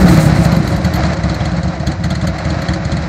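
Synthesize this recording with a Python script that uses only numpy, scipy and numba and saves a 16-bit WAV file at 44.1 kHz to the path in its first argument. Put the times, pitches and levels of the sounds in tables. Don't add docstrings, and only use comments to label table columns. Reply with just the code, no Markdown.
import sys
import numpy as np
from scipy import signal
from scipy.fft import rfft, irfft
from scipy.io import wavfile
from scipy.ndimage import uniform_filter1d
from numba import njit

SR = 44100
rng = np.random.default_rng(int(sys.argv[2]) if len(sys.argv) > 2 else 0)


def how_loud(loudness_db):
    steps = np.asarray(loudness_db, float) / 20
    return 10 ** steps


def int16_out(signal):
    q = np.round(np.clip(np.atleast_2d(signal).T, -1, 1) * 32767)
    wavfile.write(sys.argv[1], SR, q.astype(np.int16))


N = 135828

# time_s, case_noise_db, burble_db, gas_hiss_db
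EFFORT = [
    (0.0, -14.5, -2.5, -33),
    (.22, -20, -14, -35),
    (.45, -21, -14.5, -42),
    (.7, -23, -16, -46),
    (1.0, -22.5, -18.5, -57.5),
    (1.42, -25.5, -22, -63),
    (2.2, -25.5, -24.5, -72),
    (3.08, -23.5, -21.5, -95),
]
# centre_hz, width_hz, level_db
BURBLE_RESONANCES = [(76.8, 38.6, -6), (100.6, 14, -9), (168.8, 20.5, -2.5), (243.6, 35.7, -14.5),
                     (305.5, 37, -10.5)]
# centre_hz, width_hz, level_db
CASE_RESONANCES = [(545.4, 29, 11.5), (646.3, 61, 4), (703.5, 122, 4), (1380, 560, -4.5), (1904, 883, -4.5),
                   (2936, 1800, -27.5), (3954, 300, -10)]
# frequency_hz, density_db (per Hz)
CASE_NOISE = [(250, -27), (380, -16.5), (550, -1.5), (990, -8), (2040, -17.5), (2900, -25), (4340, -19),
              (7300, -30.5), (10000, -47)]
# time_s (peak 2.5 ms later), level_db, brightness_db
EARLY_PUFFS = [(0.0126, -26, 21), (0.0586, -29, 10), (0.0857, -17.5, 26), (0.142, -19.5, 25),
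               (0.173, -19, 28), (0.2144, -29, 19), (0.258, -20.5, 25), (0.298, -25, 12), (0.3669, -26, 19),
               (0.45, -18.5, 26), (0.521, -19.5, 24.5), (0.565, -24.5, 27), (0.6294, -28, 6),
               (0.6757, -19, 23), (0.719, -27, -5), (0.763, -24.5, 24), (0.847, -17.5, 19),
               (0.938, -19, 26), (0.957, -23.5, 30), (1.034, -24.5, -43), (1.0524, -26, -25),
               (1.066, -27, -26), (1.1333, -25, 14), (1.1694, -27, -16), (1.2357, -23, -19),
               (1.2958, -22, -24), (1.345, -22.5, 17), (1.404, -33, -17), (1.455, -19.5, -14),
               (1.517, -28, -22)]
# time_s (peak 2.5 ms later), level_db, brightness_db
LATE_PUFFS = [(1.566, -26.5, -13), (1.632, -24, -24), (1.6795, -27, -16), (1.752, -33, 4),
              (1.7988, -27.5, -9), (1.8698, -17.5, 15), (1.918, -23, -9), (2.04, -18, 11),
              (2.0544, -34, -14), (2.105, -19.5, 12), (2.1522, -20, -25), (2.2132, -25.5, -23),
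              (2.226, -31.5, -15), (2.2718, -17, 15), (2.385, -22.5, 12), (2.4506, -23.5, -20),
              (2.4927, -34.5, 7), (2.5034, -23.5, 8), (2.6195, -23, 18), (2.6858, -19, -26),
              (2.736, -19, -33), (2.8504, -22, -17), (2.919, -20.5, -15), (2.969, -22.5, -30),
              (3.023, -29, 0)]
# centre_hz, width_hz, level_db
PUFF_COLOUR = [(1450, 270, 6.5), (1959, 130, 8), (3400, 200, -10), (4300, 380, 0), (4200, 2200, -7),
               (6330, 1530, -7.5)]
# start_s, level_db
SLOWING_FIRINGS = [(.018, -5.5), (.045, -4.5), (.069, -5), (.092, -3), (.121, -6), (.146, -5), (.177, 0),
                   (.202, -11), (.234, -6), (.262, -2), (.294, -9), (.323, -6), (.358, -7.5), (.387, -6),
                   (.399, -5), (.416, -7), (.455, -3.5), (.485, -7.5), (.525, -5), (.568, -6.5), (.599, -8)]
# start_s, level_db
SETTLING_FIRINGS = [(0.644, -9), (0.68, -9.5), (0.721, -5.5), (0.768, -16), (0.805, -11), (0.846, -5),
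                    (0.856, -11.5), (0.895, -13.5), (0.944, -7), (0.99, -14), (1.032, -4.5), (1.099, -6.5),
                    (1.13, -29), (1.188, -23), (1.238, -4), (1.297, -7.5), (1.342, -17), (1.406, -6.5),
                    (1.455, -7), (1.518, -10), (1.565, -11.5), (1.633, -7), (1.673, -11)]
# start_s, level_db
IDLE_FIRINGS = [(1.755, -39), (1.802, -9.5), (1.871, -4), (1.919, -18), (1.993, -11), (2.041, -6),
                (2.108, -6.5), (2.163, -11), (2.223, -6.5), (2.273, -6), (2.333, -15), (2.393, -18),
                (2.454, -6.5), (2.504, -6), (2.566, -12), (2.619, -15.5), (2.688, -5), (2.738, -9.5),
                (2.801, -14), (2.853, -8), (2.92, -6.5), (2.968, -9), (3.033, -13.5)]
# delay_ms, level_db
REFLECTIONS = [(0, 0), (9.6, -4), (15.6, -0.5), (21.8, -3), (27.8, -2.5), (39.6, -6.5), (44, -25),
               (55.5, -20), (62, -8)]
# pitch_hz, level_db, t60_s, rise_hz_per_s
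CHAMBERS = [(69, -7.5, 0.16, 1), (167, -45, 0.036, 1.5), (292, -14, .2, 1000), (565, -20, 0.1, 0),
            (586, -46, 0.15, 0)]
# time_s, pitch_hz, ring_db, reflections_db
CHAMBER_SONG = [
    (0, 166, -2.5, -16),
    (.1, 176, -0.5, -19),
    (.2, 163, 0, -18),
    (.3, 156.4, -0.5, -1),
    (.4, 156, -2.5, -19),
    (.48, 162.7, 0, -12.5),
    (.6, 179.5, 0, -13),
    (.7, 161, -16, -1.5),
    (1.0, 164, -18, -1),
]
# start_s, level_db, pitch_hz
HIGH_PIPE_RINGS = [(1.0335, -23, 3340), (1.2969, -20, 3370), (1.4037, -19, 3320), (1.4525, -19, 3370),
                   (1.8701, -17, 3370), (2.0388, -23, 3310), (2.1056, -14.5, 3420), (2.2126, -22, 3500),
                   (2.2711, -29, 3530), (2.5028, -21, 3400), (2.6852, -18, 3270), (2.7352, -37, 3320),
                   (2.9181, -19, 3320)]
# start_s, level_db, pitch_hz
LOW_PIPE_RINGS = [
    (0.8454, -29, 2080),
    (1.2347, -19, 1910),
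    (1.4525, -26, 2000),
    (2.1516, -10.5, 1960),
    (2.383, -12, 2050),
    (2.452, -17, 2110),
    (2.6852, -10, 1910),
    (2.9181, -26, 1900),
    (2.9696, -15, 2000),
]
# start_s, level_db
AFTERFIRE = [
    (1.8338, -15),
    (1.929, -15),
]
# frequency_hz, threshold_db (per bin)
MUTE_THRESHOLD = [(6300, -22), (7000, -19.5), (8500, -19), (10000, -19.5), (11300, -20.5), (13000, -24),
                  (14800, -18.5)]

TOP_HZ = 15700


@njit
def svf(x, hz, width):
    out = np.empty(len(x))
    band, low = 0., 0.
    g, k = np.tan(np.pi * hz / SR), width / hz
    for i in range(len(x)):
        v = (band + g * (x[i] - low)) / (1 + g * (g + k))
        band = 2 * v - band
        low = low + 2 * g * v
        out[i] = k * v
    return out


def unit(x):
    return x / np.sqrt(np.mean(x ** 2))


def resonate(x, table):
    total = np.zeros(len(x))
    for hz, width, db in table:
        once = svf(x, 1. 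* hz, 1.42 * width)
        total += how_loud(db) * svf(once, 1. * hz, 1.42 * width)
    return total


def spikes(start_s, level_db):
    out = np.zeros(N)
    at = np.clip((np.asarray(start_s) * SR).astype(int), 0, N - 1)
    np.add.at(out, at, how_loud(level_db))
    return out


def ring(x, kernel):
    return signal.fftconvolve(x, kernel)[:N]


def decay(s, t60_s):
    return 1000. ** (-s / t60_s)


def scatter(per_s, spread_db):
    chance, sign, size = rng.random((3, N))
    clicks = (chance < per_s / SR) * np.sign(sign - .5)
    return unit(clicks * how_loud(-spread_db * np.log(size + 1e-9)))


def walk(rate_hz):
    hold = int(SR / rate_hz)
    steps = np.repeat(rng.standard_normal(N // hold + 1), hold)
    return 1.64 * uniform_filter1d(uniform_filter1d(steps, hold), hold)[:N]


def effort(column):
    table = np.array(EFFORT)
    return how_loud(np.interp(np.arange(N) / SR, table[:, 0], table[:, column]))


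def burble():
    fuel_pops = scatter(per_s=220, spread_db=1.0)
    return effort(column=2) * unit(resonate(fuel_pops, BURBLE_RESONANCES))


def cases(fire):
    beat_s, beat_depth = 0.016, 0.27
    clatter_db, broad_db = -6.5, 6.5
    s = np.arange(SR // 5) / SR
    swell = s / beat_s * np.exp(1 - s / beat_s)
    beat = ring(fire, swell) / effort(column=1)
    clatter = scatter(per_s=400, spread_db=2)
    drive = unit(rng.standard_normal(N) + how_loud(clatter_db) * clatter)
    hz, table = np.fft.rfftfreq(N, 1 / SR), np.array(CASE_NOISE)
    colour = how_loud(np.interp(np.log(hz + 1), np.log(table[:, 0]), table[:, 1], left=-60, right=-80))
    broad = unit(irfft(rfft(drive) * colour, N))
    body = unit(resonate(drive, CASE_RESONANCES)) + how_loud(broad_db) * broad
    unevenness = how_loud(0.74 * walk(13) + 0.85 * walk(70))
    return effort(column=1) * unit(body * (1 + beat_depth * unit(beat)) * unevenness)


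def jet():
    top_fade_db_per_s = 13
    noise = rng.standard_normal(N)
    top = resonate(noise, [(11100, 1700, -6), (12900, 4600, 4)])
    top *= how_loud(-top_fade_db_per_s * np.arange(N) / SR)
    hiss = unit(resonate(noise, [(7700, 5300, 7.8)]) + top)
    flutter = how_loud(2.0 * walk(35) + 1.8 * walk(90))
    return effort(column=3) * hiss * flutter


def puffs():
    rise_s, peak_s, fall_s, tail_s = .003, .0025, 0.0021, 0.011
    tail_db, air_db, puff_db = 7.5, -38, -3
    time_s, level_db, brightness_db = np.array(list(EARLY_PUFFS) + list(LATE_PUFFS)).T
    s = np.arange(SR // 8) / SR - 3 * rise_s
    swell = np.exp(-.5 * (s / rise_s) ** 2)
    fall = np.exp(-s / fall_s) + how_loud(tail_db) * np.exp(-s / tail_s)
    shape = np.where(s < 0, swell, fall / (1 + how_loud(tail_db)))
    start_s = time_s + peak_s - 3 * rise_s
    hiss = unit(svf(resonate(rng.standard_normal(N), PUFF_COLOUR), 4280.0, 7700.0))
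    air = unit(resonate(rng.standard_normal(N), [(12600, 4000, 0)]))
    hiss_gain = ring(spikes(start_s, level_db), shape)
    air_gain = ring(spikes(start_s, level_db + brightness_db + air_db), shape)
    return how_loud(puff_db) * (hiss * hiss_gain + air * air_gain)


def exhaust(firings):
    doublet_ms, lead_ms, ring_start_ms = 1.4, 5.0, 3.5
    thump_db = -2
    ms = np.arange(SR // 4) / SR * 1000

    def doublet(delay_ms, db):
        u = (ms - lead_ms - delay_ms) / doublet_ms
        return how_loud(db) * u * np.exp(.5 - u ** 2 / 2)

    direct, *later = [doublet(delay_ms, db) for delay_ms, db in REFLECTIONS]
    s = np.maximum(ms - ring_start_ms, 0) / 1000
    for hz, db, t60_s, rise in CHAMBERS:
        gliding_hz = hz + rise * np.minimum(s, .12) / 2
        direct = direct + how_loud(db) * np.sin(2 * np.pi * gliding_hz * s) * decay(s, t60_s)
    start_s, level_db = firings.T
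    song = np.array(CHAMBER_SONG)
    reflected_db = level_db + np.interp(start_s, song[:, 0], song[:, 3])
    thumps = ring(spikes(start_s, level_db), direct)
    reflections = ring(spikes(start_s, reflected_db), sum(later))
    return how_loud(thump_db) * (thumps + reflections)


def drone(firings):
    start_delay_s, reset_s, t60_s = .002, .003, 0.3
    t, song = np.arange(N) / SR, np.array(CHAMBER_SONG)
    start = firings[:, 0] + start_delay_s
    last = np.clip(np.searchsorted(start, t) - 1, 0, len(start) - 2)
    s = np.maximum(t - start[last], 0)
    fade = np.clip((start[last + 1] - t) / reset_s, 0, 1)
    hz = np.interp(start, song[:, 0], song[:, 1])
    db = firings[:, 1] + np.interp(start, song[:, 0], song[:, 2], right=-60)
    return -how_loud(db[last]) * np.sin(2 * np.pi * hz[last] * s) * decay(s, t60_s) * fade


def tones(rows, t60_s, rise_s):
    out = np.zeros(N + SR)
    s = np.arange(SR // 5) / SR
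    envelope = decay(s, t60_s) * (1 - np.exp(-s / rise_s))
    for start_s, db, hz in rows:
        i = int(start_s * SR)
        out[i:i + len(s)] += how_loud(db) * np.sin(2 * np.pi * hz * s) * envelope
    return out[:N]


def pipe_end():
    rows = np.array(list(HIGH_PIPE_RINGS) + list(LOW_PIPE_RINGS))
    split, level_db = .03, -5
    lower = tones(rows * [1, 1, 1 - split], t60_s=.04, rise_s=.003)
    upper = tones(rows * [1, 1, 1 + split], t60_s=.04, rise_s=.003)
    return how_loud(level_db) * (lower + upper)


def pops():
    pitch_hz, t60_s = 720, 0.024
    s = np.arange(SR // 20) / SR
    start_s, level_db = np.array(AFTERFIRE).T
    return ring(spikes(start_s, level_db), np.sin(2 * np.pi * pitch_hz * s) * decay(s, t60_s))


def scene():
    bass_loss, bass_back_s = 0.85, 0.76
    firings = np.array(list(SLOWING_FIRINGS) + list(SETTLING_FIRINGS) + list(IDLE_FIRINGS))
    fire = spikes(firings[:, 0], firings[:, 1])
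    pipe = burble() + exhaust(firings)
    damping = bass_loss * np.clip(1 - np.arange(N) / SR / bass_back_s, 0, 1) ** .5
    pipe = pipe - damping * svf(pipe, 87.0, 58.0)
    mix = pipe + cases(fire) + jet() + puffs() + drone(firings) + pipe_end() + pops()
    return mix[None]


def mute(x):
    frame, offset = 1024, 752
    from_hz, band_hz, scatter_db = 6300, 690, 2.5
    mask_share, mask_from_db = .3, -17.5
    padded = np.pad(x, (2 * frame - offset, 2 * frame))
    window = np.sin(np.pi * (np.arange(2 * frame) + .5) / (2 * frame))
    at = np.arange(0, len(padded) - 2 * frame, frame)[:, None] + np.arange(2 * frame)
    frames = padded[at] * window
    spec, hz = rfft(frames), np.fft.rfftfreq(2 * frame, 1 / SR)
    loudness_db = 10 * np.log10(np.mean(frames ** 2, axis=1) * 2 + 1e-9)
    masking_db = mask_share * (loudness_db - mask_from_db)
    table = np.array(MUTE_THRESHOLD)
    for low in np.arange(from_hz, TOP_HZ + band_hz, band_hz):
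        band = (hz >= low) & (hz < low + band_hz)
        threshold_db = np.interp(low, table[:, 0], table[:, 1]) + masking_db
        threshold = how_loud(threshold_db + scatter_db * rng.standard_normal(len(at)))
        level = np.sqrt(np.mean(np.abs(spec[:, band]) ** 2, axis=1))
        spec[:, band] *= (level > threshold)[:, None]
    out = np.zeros(len(padded))
    np.add.at(out, at, irfft(spec) * window)
    return out[2 * frame - offset:][:N]


def band_limit(x):
    return signal.sosfilt(signal.butter(12, 15700, fs=SR, output="sos"), x)


def record(dry):
    low_cut = signal.butter(4, 49, "high", fs=SR, output="sos")
    top_cut = signal.ellip(8, .2, 70, TOP_HZ, fs=SR, output="sos")
    thinned = signal.sosfiltfilt(low_cut, dry)
    clipped = np.clip(thinned, -1.0, 1.0)
    limited = signal.sosfilt(top_cut, clipped)
    return band_limit(mute(limited[0])[None])


dry = scene()
out = record(dry)
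int16_out(out)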